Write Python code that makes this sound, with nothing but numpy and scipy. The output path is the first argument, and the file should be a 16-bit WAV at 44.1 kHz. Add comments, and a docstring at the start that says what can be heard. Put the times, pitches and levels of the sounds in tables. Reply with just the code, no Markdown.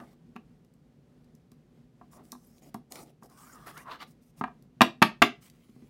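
"""A small room, close to a wooden table, where a sleeved trading card is pushed into a rigid holder.
The sleeve's corners tick as they snap free, and plastic sticking and slipping on plastic rubs, zips and
squeaks among light knocks of the hands. Three loud raps of the holder ring the table and seat the card,
which lands inside just after each one. The walls answer briefly over the room's own low rumble."""
import sys
import numpy as np
from scipy import signal
from scipy.fft import rfft, irfft, next_fast_len
from scipy.io import wavfile
from scipy.ndimage import uniform_filter1d, minimum_filter1d, map_coordinates

SR = 44100
rng = np.random.default_rng(int(sys.argv[2]) if len(sys.argv) > 2 else 0)


def dump_mix(stems):
    """Bounce the given channels to the path in sys.argv[1] as a 16-bit WAV at rate SR."""
    frames = np.atleast_2d(stems).T  # one column per channel
    limited = np.clip(frames, -1, 1)  # hard clip at full scale
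    pcm = np.round(limited * 32767).astype(np.int16)
    wavfile.write(sys.argv[1], SR, pcm)


N = 259837


# The holder rapped on the table. Each row: start in seconds, level in dB, contact hardness in Hz,
# thump and clack trims in dB, seconds until the card lands, the landing's thump trim in dB.
RAPS = [(4.808, -9.5, 2450, -5.5, -12.5, 0.0086, -0.5), (5.0186, -9.5, 2200, 0.5, -12, 0.0058, -3.5),
        (5.219, -11.5, 2700, 2.5, -4.5, .003, -6.5)]
# Light knocks of the hands and the holder's edge on the table.
# Each row: start in seconds, level in dB, contact hardness in Hz, thump and clack trims in dB.
KNOCKS = [(0.001, -46.5, 1800, 4.5, -3.5), (0.357, -44.5, 410, 5, -12.5), (0.3621, -41.5, 2520, 3.5, -4.5),
          (1.519, -61, 890, 15.5, -23), (2.013, -44.5, 990, -2.5, -38), (2.133, -54, 1360, -2, -27),
          (2.3261, -40.5, 1050, -2, -25), (2.3497, -48, 1140, 3, -30), (2.7452, -32.5, 990, 3.5, -19.5),
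          (3.2238, -48.5, 1310, 0.5, -32), (4.411, -25, 1330, 1, -19.5), (4.4389, -23.5, 1506, -7, -19.5),
          (4.4779, -37.5, 1150, -20, -21), (5.693, -56.5, 302, 14.5, -21), (5.763, -54, 505, 13.5, -19),
          (5.824, -55.5, 292, 17, -16.5)]

def blows(landing_db=-11, landing_hard_hz=4400, landing_clack_db=5):
    """Every hit on the table: light knocks, raps, and the card landing in the holder after each rap."""
    raps = [row[:-2] for row in RAPS]
    landings = [(start + delay, landing_db, landing_hard_hz, thump_db, landing_clack_db)
                for start, *_, delay, thump_db in RAPS]
    return [*KNOCKS, *raps, *landings]


# Table top and holder ringing together. Each row: mode frequency in Hz, relative level in dB.
TABLE_MODES = [(140, -18), (170, -19), (222, -8), (240, -2.5), (290, -20), (336, -11), (395, -14),
               (641, -14.5), (702, -5), (768, -3), (915, -1.5), (1030, -1), (1152, 2.5), (1250, -2),
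               (1348, -6), (1605, -1), (1680, -8.5), (1895, -5.5), (2150, -10.5), (2305, -10), (2393, -4.5),
               (2560, -6.5), (2684, -4.5), (2823, -5), (3242, -12.5), (3520, -19.5), (3797, -3.5),
               (3953, -15), (4600, -14.5), (4850, -17.5)]
# The dense, brief clack of stiff plastic. Each row: frequency in Hz, relative noise level in dB.
CLACK = [(200, -9.5), (1000, 4.5), (2700, 1), (4800, -9), (6500, -17.5), (8500, -29), (12000, -31),
         (16000, -39)]

def table_hits(ring_db=-2.5, ring_t60=0.052, thump_hz=450, scatter_db=2.0, attack_s=0.00026):
    """Each blow rings the table's modes and adds a plastic clack, topped by a still shorter crack."""
    out, t = np.zeros(N), np.arange(SR // 3) / SR
    hz, mode_db = np.transpose(TABLE_MODES)[:, :, None]
    mode_t60 = ring_t60 * np.sqrt(1000 / hz)  # higher modes die sooner
    rise = 1 - np.exp(-t / attack_s)
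    for start, db, hard_hz, thump_db, clack_db in blows():
        rolloff = 1 / np.sqrt(1 + (hz / hard_hz) ** 6)  # a soft, long contact cannot drive high modes
        scatter = scatter_db * rng.standard_normal(hz.shape)
        strength = rolloff * amp(mode_db + thump_db * (hz < thump_hz) + scatter)
        offset = rng.random(hz.shape) * (hz > thump_hz)  # the thump's modes start in phase
        modes = strength * decay(t, mode_t60) * np.sin(2 * np.pi * (hz * t + offset))
        ring = amp(ring_db) * modes.sum(axis=0)
        clack = noise(CLACK, len(t)) * decay(t, t60=0.033)
        crack = amp(-10) * noise(SNAP, len(t)) * decay(t, t60=0.01)
        add(out, start, amp(db) * (ring + amp(clack_db) * (clack + crack)) * rise)
    # The small top has a dead band between its drum-like and woody modes, and radiates little deep bass.
    dead_band = signal.iirnotch(515, Q=515 / 170, fs=SR)
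    bass_cut = signal.butter(4, 125, "high", fs=SR, output="sos")
    return signal.sosfilt(bass_cut, signal.lfilter(*dead_band, out))


# Loose, even slides of card and sleeve. Each row: start and length in seconds,
# then the drive in dB on the hollow body, flexing walls, edge rasp and sleeve hiss.
SLIDES = [(0, .04, -52, -60.5, -78, -72), (0.047, 0.087, -67, -76, -74, -75),
          (2.128, 0.042, -69, -69, -72.5, -62.5), (2.17, 0.048, -56.5, -63, -78, -87),
          (2.245, 0.35, -74, -84, -85, -70), (2.631, 0.061, -61.5, -79, -73.5, -65),
          (2.921, 0.11, -51.5, -67, -68, -55), (3.06, 0.043, -61, -83, -73, -71.5),
          (3.236, 0.026, -57, -70.5, -78, -64), (3.306, 0.065, -66, -69.5, -76, -67.5),
          (3.378, 0.18, -68.5, -63.5, -70.5, -59.5), (3.55, 0.177, -65.5, -61, -70.5, -67),
          (3.743, 0.088, -62.5, -61.5, -68, -61), (4.082, .035, -78, -85, -90, -67.5),
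          (4.226, 0.076, -86, -90, -85, -74.5), (4.383, 0.013, -64, -72, -67.5, -61.5),
          (5.428, 0.054, -73, -72.5, -64.5, -60), (5.537, .35, -95, -85, -79, -76.5)]
# Shoves against the holder's tight grip. Each row: peak time, rise and fall in seconds,
# drive on the walls in dB, then edge rasp and sleeve hiss in dB relative to that drive.
SHOVES = [(2.985, 0.033, 0.028, -60.5, 4, 0), (3.678, .015, 0.035, -45.5, -8, -6.5),
          (3.779, 0.0093, 0.0066, -46, -3.5, -10), (3.896, 0.032, 0.025, -44, -16, -34),
          (3.919, 0.017, 0.038, -43, -2.5, -19), (4.027, 0.023, 0.0099, -44.5, 0, -12.5)]

def strokes(slide_rise_s=0.013, slide_fall_s=0.0094, shove_hollow_db=-50):
    """How hard the hand drives cavity, walls, edge and sleeve: slides hold, shoves swell and let go."""
    drive = np.zeros((4, N))
    for start, length, *part_db in SLIDES:
        envelope = swell(start, start + length, slide_rise_s, slide_fall_s)
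        drive = np.maximum(drive, amp(part_db)[:, None] * envelope)
    for peak, rise, fall, db, rasp_db, hiss_db in SHOVES:
        part_db = [shove_hollow_db, db, db + rasp_db, db + hiss_db]
        drive = np.maximum(drive, amp(part_db)[:, None] * swell(peak, peak, rise, fall))
    return drive


# The four colours of the rub, dark to bright. Each row: frequency in Hz, relative noise level in dB.
CAVITY_HOLLOW = [(120, -17), (280, 2.5), (540, -4.5), (720, 0.5), (860, -6.5), (1300, -39)]
WALL_FLEX = [(650, -20.5), (900, -3.5), (1150, 4), (1450, -3.5), (1900, -11.5), (2800, -45)]
EDGE_RASP = [(1400, -31.5), (2000, 5), (2550, -0.5), (3050, 0.5), (3550, -1.5), (4400, -3), (6000, -15),
             (9000, -37)]
SLEEVE_HISS = [(2500, -54), (5000, -2), (7200, -3), (9000, -2), (12000, -5.5), (15800, -5.5)]

def rubbing(slip_db=1.0, grip_db=1, catch_db=2.5):
    """Tiny slips under a wavering grip excite the holder's cavity, walls and edge and the thin sleeve."""
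    hollow, flex, rasp, hiss = strokes()
    slips = unit(amp(slip_db * wobble(rate=450) + grip_db * wobble(rate=70)))
    catches = unit(amp(catch_db * wobble(rate=300)))  # the cut edge catches in coarser grains
    walls = amp(1.5) * flex * shifting_noise(WALL_FLEX, depth_db=4, patch_hz=170)
    cavity = amp(-1) * hollow * noise(CAVITY_HOLLOW)
    edge = amp(-1) * rasp * catches * shifting_noise(EDGE_RASP, depth_db=3, patch_hz=262)
    sleeve = amp(-1) * hiss * shifting_noise(SLEEVE_HISS, depth_db=2.5, patch_hz=450)
    return slips * (cavity + walls + edge + sleeve)


# Sleeve corners catching and snapping free.
# Each row: start in seconds, level in dB, the rigid edge's share in dB relative to the snap.
TICKS = [(.647, -61, 0), (0.738, -60, -20), (1.2436, -61.5, -20), (1.3509, -55, -25), (1.517, -50.5, -4.5),
         (2.252, -54, -6), (2.3192, -28, -23), (2.582, -58.5, 2), (2.743, -37.5, -7), (2.9212, -31, -5.5),
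         (2.9567, -37, 0), (3.233, -48, -22), (3.260, -55, -10), (3.2984, -51.5, -18), (3.7762, -37, -14),
         (4.1092, -54, -22), (4.624, -54, -12), (5.499, -46.5, -4)]
# The bright snap of plastic. Each row: frequency in Hz, relative noise level in dB.
SNAP = [(300, -52.5), (2200, -58.5), (4000, -2.5), (7500, -1.5), (9000, -4.5), (12000, -2.5), (16000, -11)]

def sleeve_ticks(snap_t60=0.0089, flutter_db=-21, flutter_t60=0.06, attack_s=0.0007):
    """A corner snaps free and may catch the holder's edge; the film's flutter leaves a faint tail."""
    out, t = np.zeros(N), np.arange(SR // 8) / SR
    rise = 1 - np.exp(-t / attack_s)
    fade = decay(t, snap_t60) + amp(flutter_db) * decay(t, flutter_t60)
    for start, db, edge_db in TICKS:
        colour = noise(SNAP, len(t)) + amp(edge_db) * noise(EDGE_RASP, len(t))
        add(out, start, amp(db) * colour * fade * rise)
    return out


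# The card sings as it slides, higher when faster. Each row: time in seconds, pitch in Hz, level in dB.
ZIP = [(3.3, 1050, -68), (3.46, 1200, -64.5), (3.51, 1550, -66), (3.55, 1230, -61), (3.62, 1240, -64),
       (3.72, 1050, -68), (3.77, 1380, -51), (3.82, 2060, -60), (3.84, 2020, -87)]
# Film sticking and slipping on plastic.
# Each row: peak time in seconds, pitch in Hz, level in dB, length in seconds.
SQUEAKS = [(2.45, 10900, -64, 0.0056), (2.472, 13200, -64, 0.011), (2.637, 6700, -63.5, 0.014),
           (3.427, 8070, -61, 0.032), (3.452, 7000, -66, .015), (3.535, 7130, -56, 0.013)]

def zip_and_squeaks(upper_ratio=1.35, upper_db=-7):
    """Nearly regular slips make fuzzy tones: a gliding two-toned zip and short high squeaks."""
    t = np.arange(N) / SR
    times, *columns = np.transpose(ZIP)
    zip_hz, zip_db = [np.interp(t, times, column, left=-140, right=-140) for column in columns]
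    phase = 2 * np.pi * np.cumsum(zip_hz) / SR
    lower = fuzz(rate=150) * np.exp(1j * phase)
    upper = fuzz(rate=150) * np.exp(1j * upper_ratio * phase)
    out = amp(zip_db) * (lower + amp(upper_db) * upper)
    grain = fuzz(rate=900)
    for peak, hz, db, length in SQUEAKS:
        envelope = np.exp(-(2 * (t - peak) / length) ** 2)
        out += amp(db) * envelope * grain * np.exp(2j * np.pi * hz * t)
    return out.real


# The room's short tail. Each row: frequency in Hz, seconds to fall by 60 dB.
ROOM_T60 = [(150, 0.17), (400, 0.23), (1000, 0.2), (3500, 0.2), (6000, 0.2), (14000, .11)]
# The colour of the walls' answer. Each row: frequency in Hz, relative level in dB.
ROOM_COLOUR = [(100, 4), (400, 8.5), (1000, -3.5), (3500, 3.5), (7000, -1), (15000, 8)]

def room_reverb(near, gap_s=0.0057, build_s=0.0027):
    """The walls answer after a short gap, and each frequency dies at its own speed."""
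    out, block = np.zeros(N), SR // 5
    for start in range(0, N, block):  # a fresh tail for each block
        hz, t, spectrum = signal.stft(rng.standard_normal(SR // 3), SR, nperseg=256)
        fade = decay(t, along(ROOM_T60, hz)[:, None])
        colour = amp(along(ROOM_COLOUR, hz))[:, None]
        tail = signal.istft(spectrum * fade * colour, SR, nperseg=256)[1]
        tail *= np.clip((np.arange(len(tail)) / SR - gap_s) / build_s, 0, 1)
        add(out, start / SR, signal.fftconvolve(near[start:start + block], tail / np.linalg.norm(tail)))
    return out


# The bed of room tone. Each row: frequency in Hz, relative noise level in dB.
RUMBLE = [(15, -47.5), (25, -25.5), (53, -7), (87, -16), (149, 0), (206, -8.5), (242, -0.5), (285, -13.5),
          (439, -16), (607, -22.5), (677, -28.5), (734, -23), (840, -30), (5000, -42.5), (16000, -53)]

def room_tone(level_db=-59, waver_db=1.36):
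    """A low rumble that wavers a little, under faint hiss."""
    return amp(level_db) * noise(RUMBLE) * unit(amp(waver_db * wobble(rate=10)))


def amp(db):
    """Decibels to gain."""
    return 10 ** (np.asarray(db) / 20)


def unit(x):
    """The signal scaled to rms 1."""
    return x / np.sqrt(np.mean(x ** 2) + 1e-20)


def along(points, hz):
    """A curve of (Hz, value) points read on a log frequency axis."""
    knot_hz, values = np.transpose(points)
    return np.interp(np.log(hz + 1), np.log(knot_hz + 1), values)


def decay(t, t60):
    """A fade that falls by 60 dB every t60 seconds."""
    return np.exp(-np.log(1000) * t / t60)


def swell(start, end, rise, fall):
    """Gain that rises smoothly to 1 at start, holds until end and dies away."""
    t = np.arange(N) / SR
    before, after = np.maximum(start - t, 0) / rise, np.maximum(t - end, 0) / fall
    return np.exp(-np.minimum(before ** 2 + after ** 2, 20))


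def wobble(rate):
    """A smooth random curve of rms 1, with rate knots a second."""
    knots = rng.standard_normal(int(N * rate / SR) + 4)
    return unit(map_coordinates(knots, [np.arange(N) * rate / SR]))


def fuzz(rate):
    """Random level and phase that blur a tone into a narrow band."""
    return wobble(rate) + 1j * wobble(rate)


def noise(colour, size=N):
    """Noise of rms 1 with the given colour."""
    padded = next_fast_len(size)
    gain = amp(along(colour, np.fft.rfftfreq(padded, 1 / SR)))
    return unit(irfft(rfft(rng.standard_normal(padded)) * gain, padded)[:size])


def shifting_noise(colour, depth_db, patch_hz, patch_s=0.055):
    """Coloured noise whose narrow resonances come and go as the contact point travels."""
    hz, t, spectrum = signal.stft(noise(colour), SR, nperseg=512)
    knots = rng.standard_normal((int(hz[-1] / patch_hz) + 2, int(t[-1] / patch_s) + 2))
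    patches = map_coordinates(knots, np.meshgrid(hz / patch_hz, t / patch_s, indexing="ij"), order=2)
    return unit(signal.istft(spectrum * amp(depth_db * patches), SR, nperseg=512)[1][:N])


def add(track, start, sound):
    """Mix a sound into the track at start seconds."""
    part = track[max(round(start * SR), 0):][:len(sound)]
    part += sound[:len(part)]


def scene(wet_db=-10.5):
    """Hands, card and table up close, with the small room behind them, in mono."""
    near = table_hits() + sleeve_ticks() + rubbing() + zip_and_squeaks()
    return (near + amp(wet_db) * room_reverb(near) + room_tone())[None]


def record(dry, ceiling=0.98, saturation=0.73, knee=5, top_hz=16100):
    """A fast limiter and soft saturation hold the raps down; a steep low-pass trims the very top."""
    needed_gain = np.minimum(1, ceiling / (np.abs(dry) + 1e-9))
    held = dry * uniform_filter1d(minimum_filter1d(needed_gain, size=65), size=65)
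    rounded = held / (1 + np.abs(held / saturation) ** knee) ** (1 / knee)
    padded = next_fast_len(N + SR // 4)
    low_pass = 1 / (1 + (np.fft.rfftfreq(padded, 1 / SR) / top_hz) ** 100)
    return irfft(rfft(rounded, padded) * low_pass, padded)[..., :N]


dry = scene()
out = record(dry)
dump_mix(out)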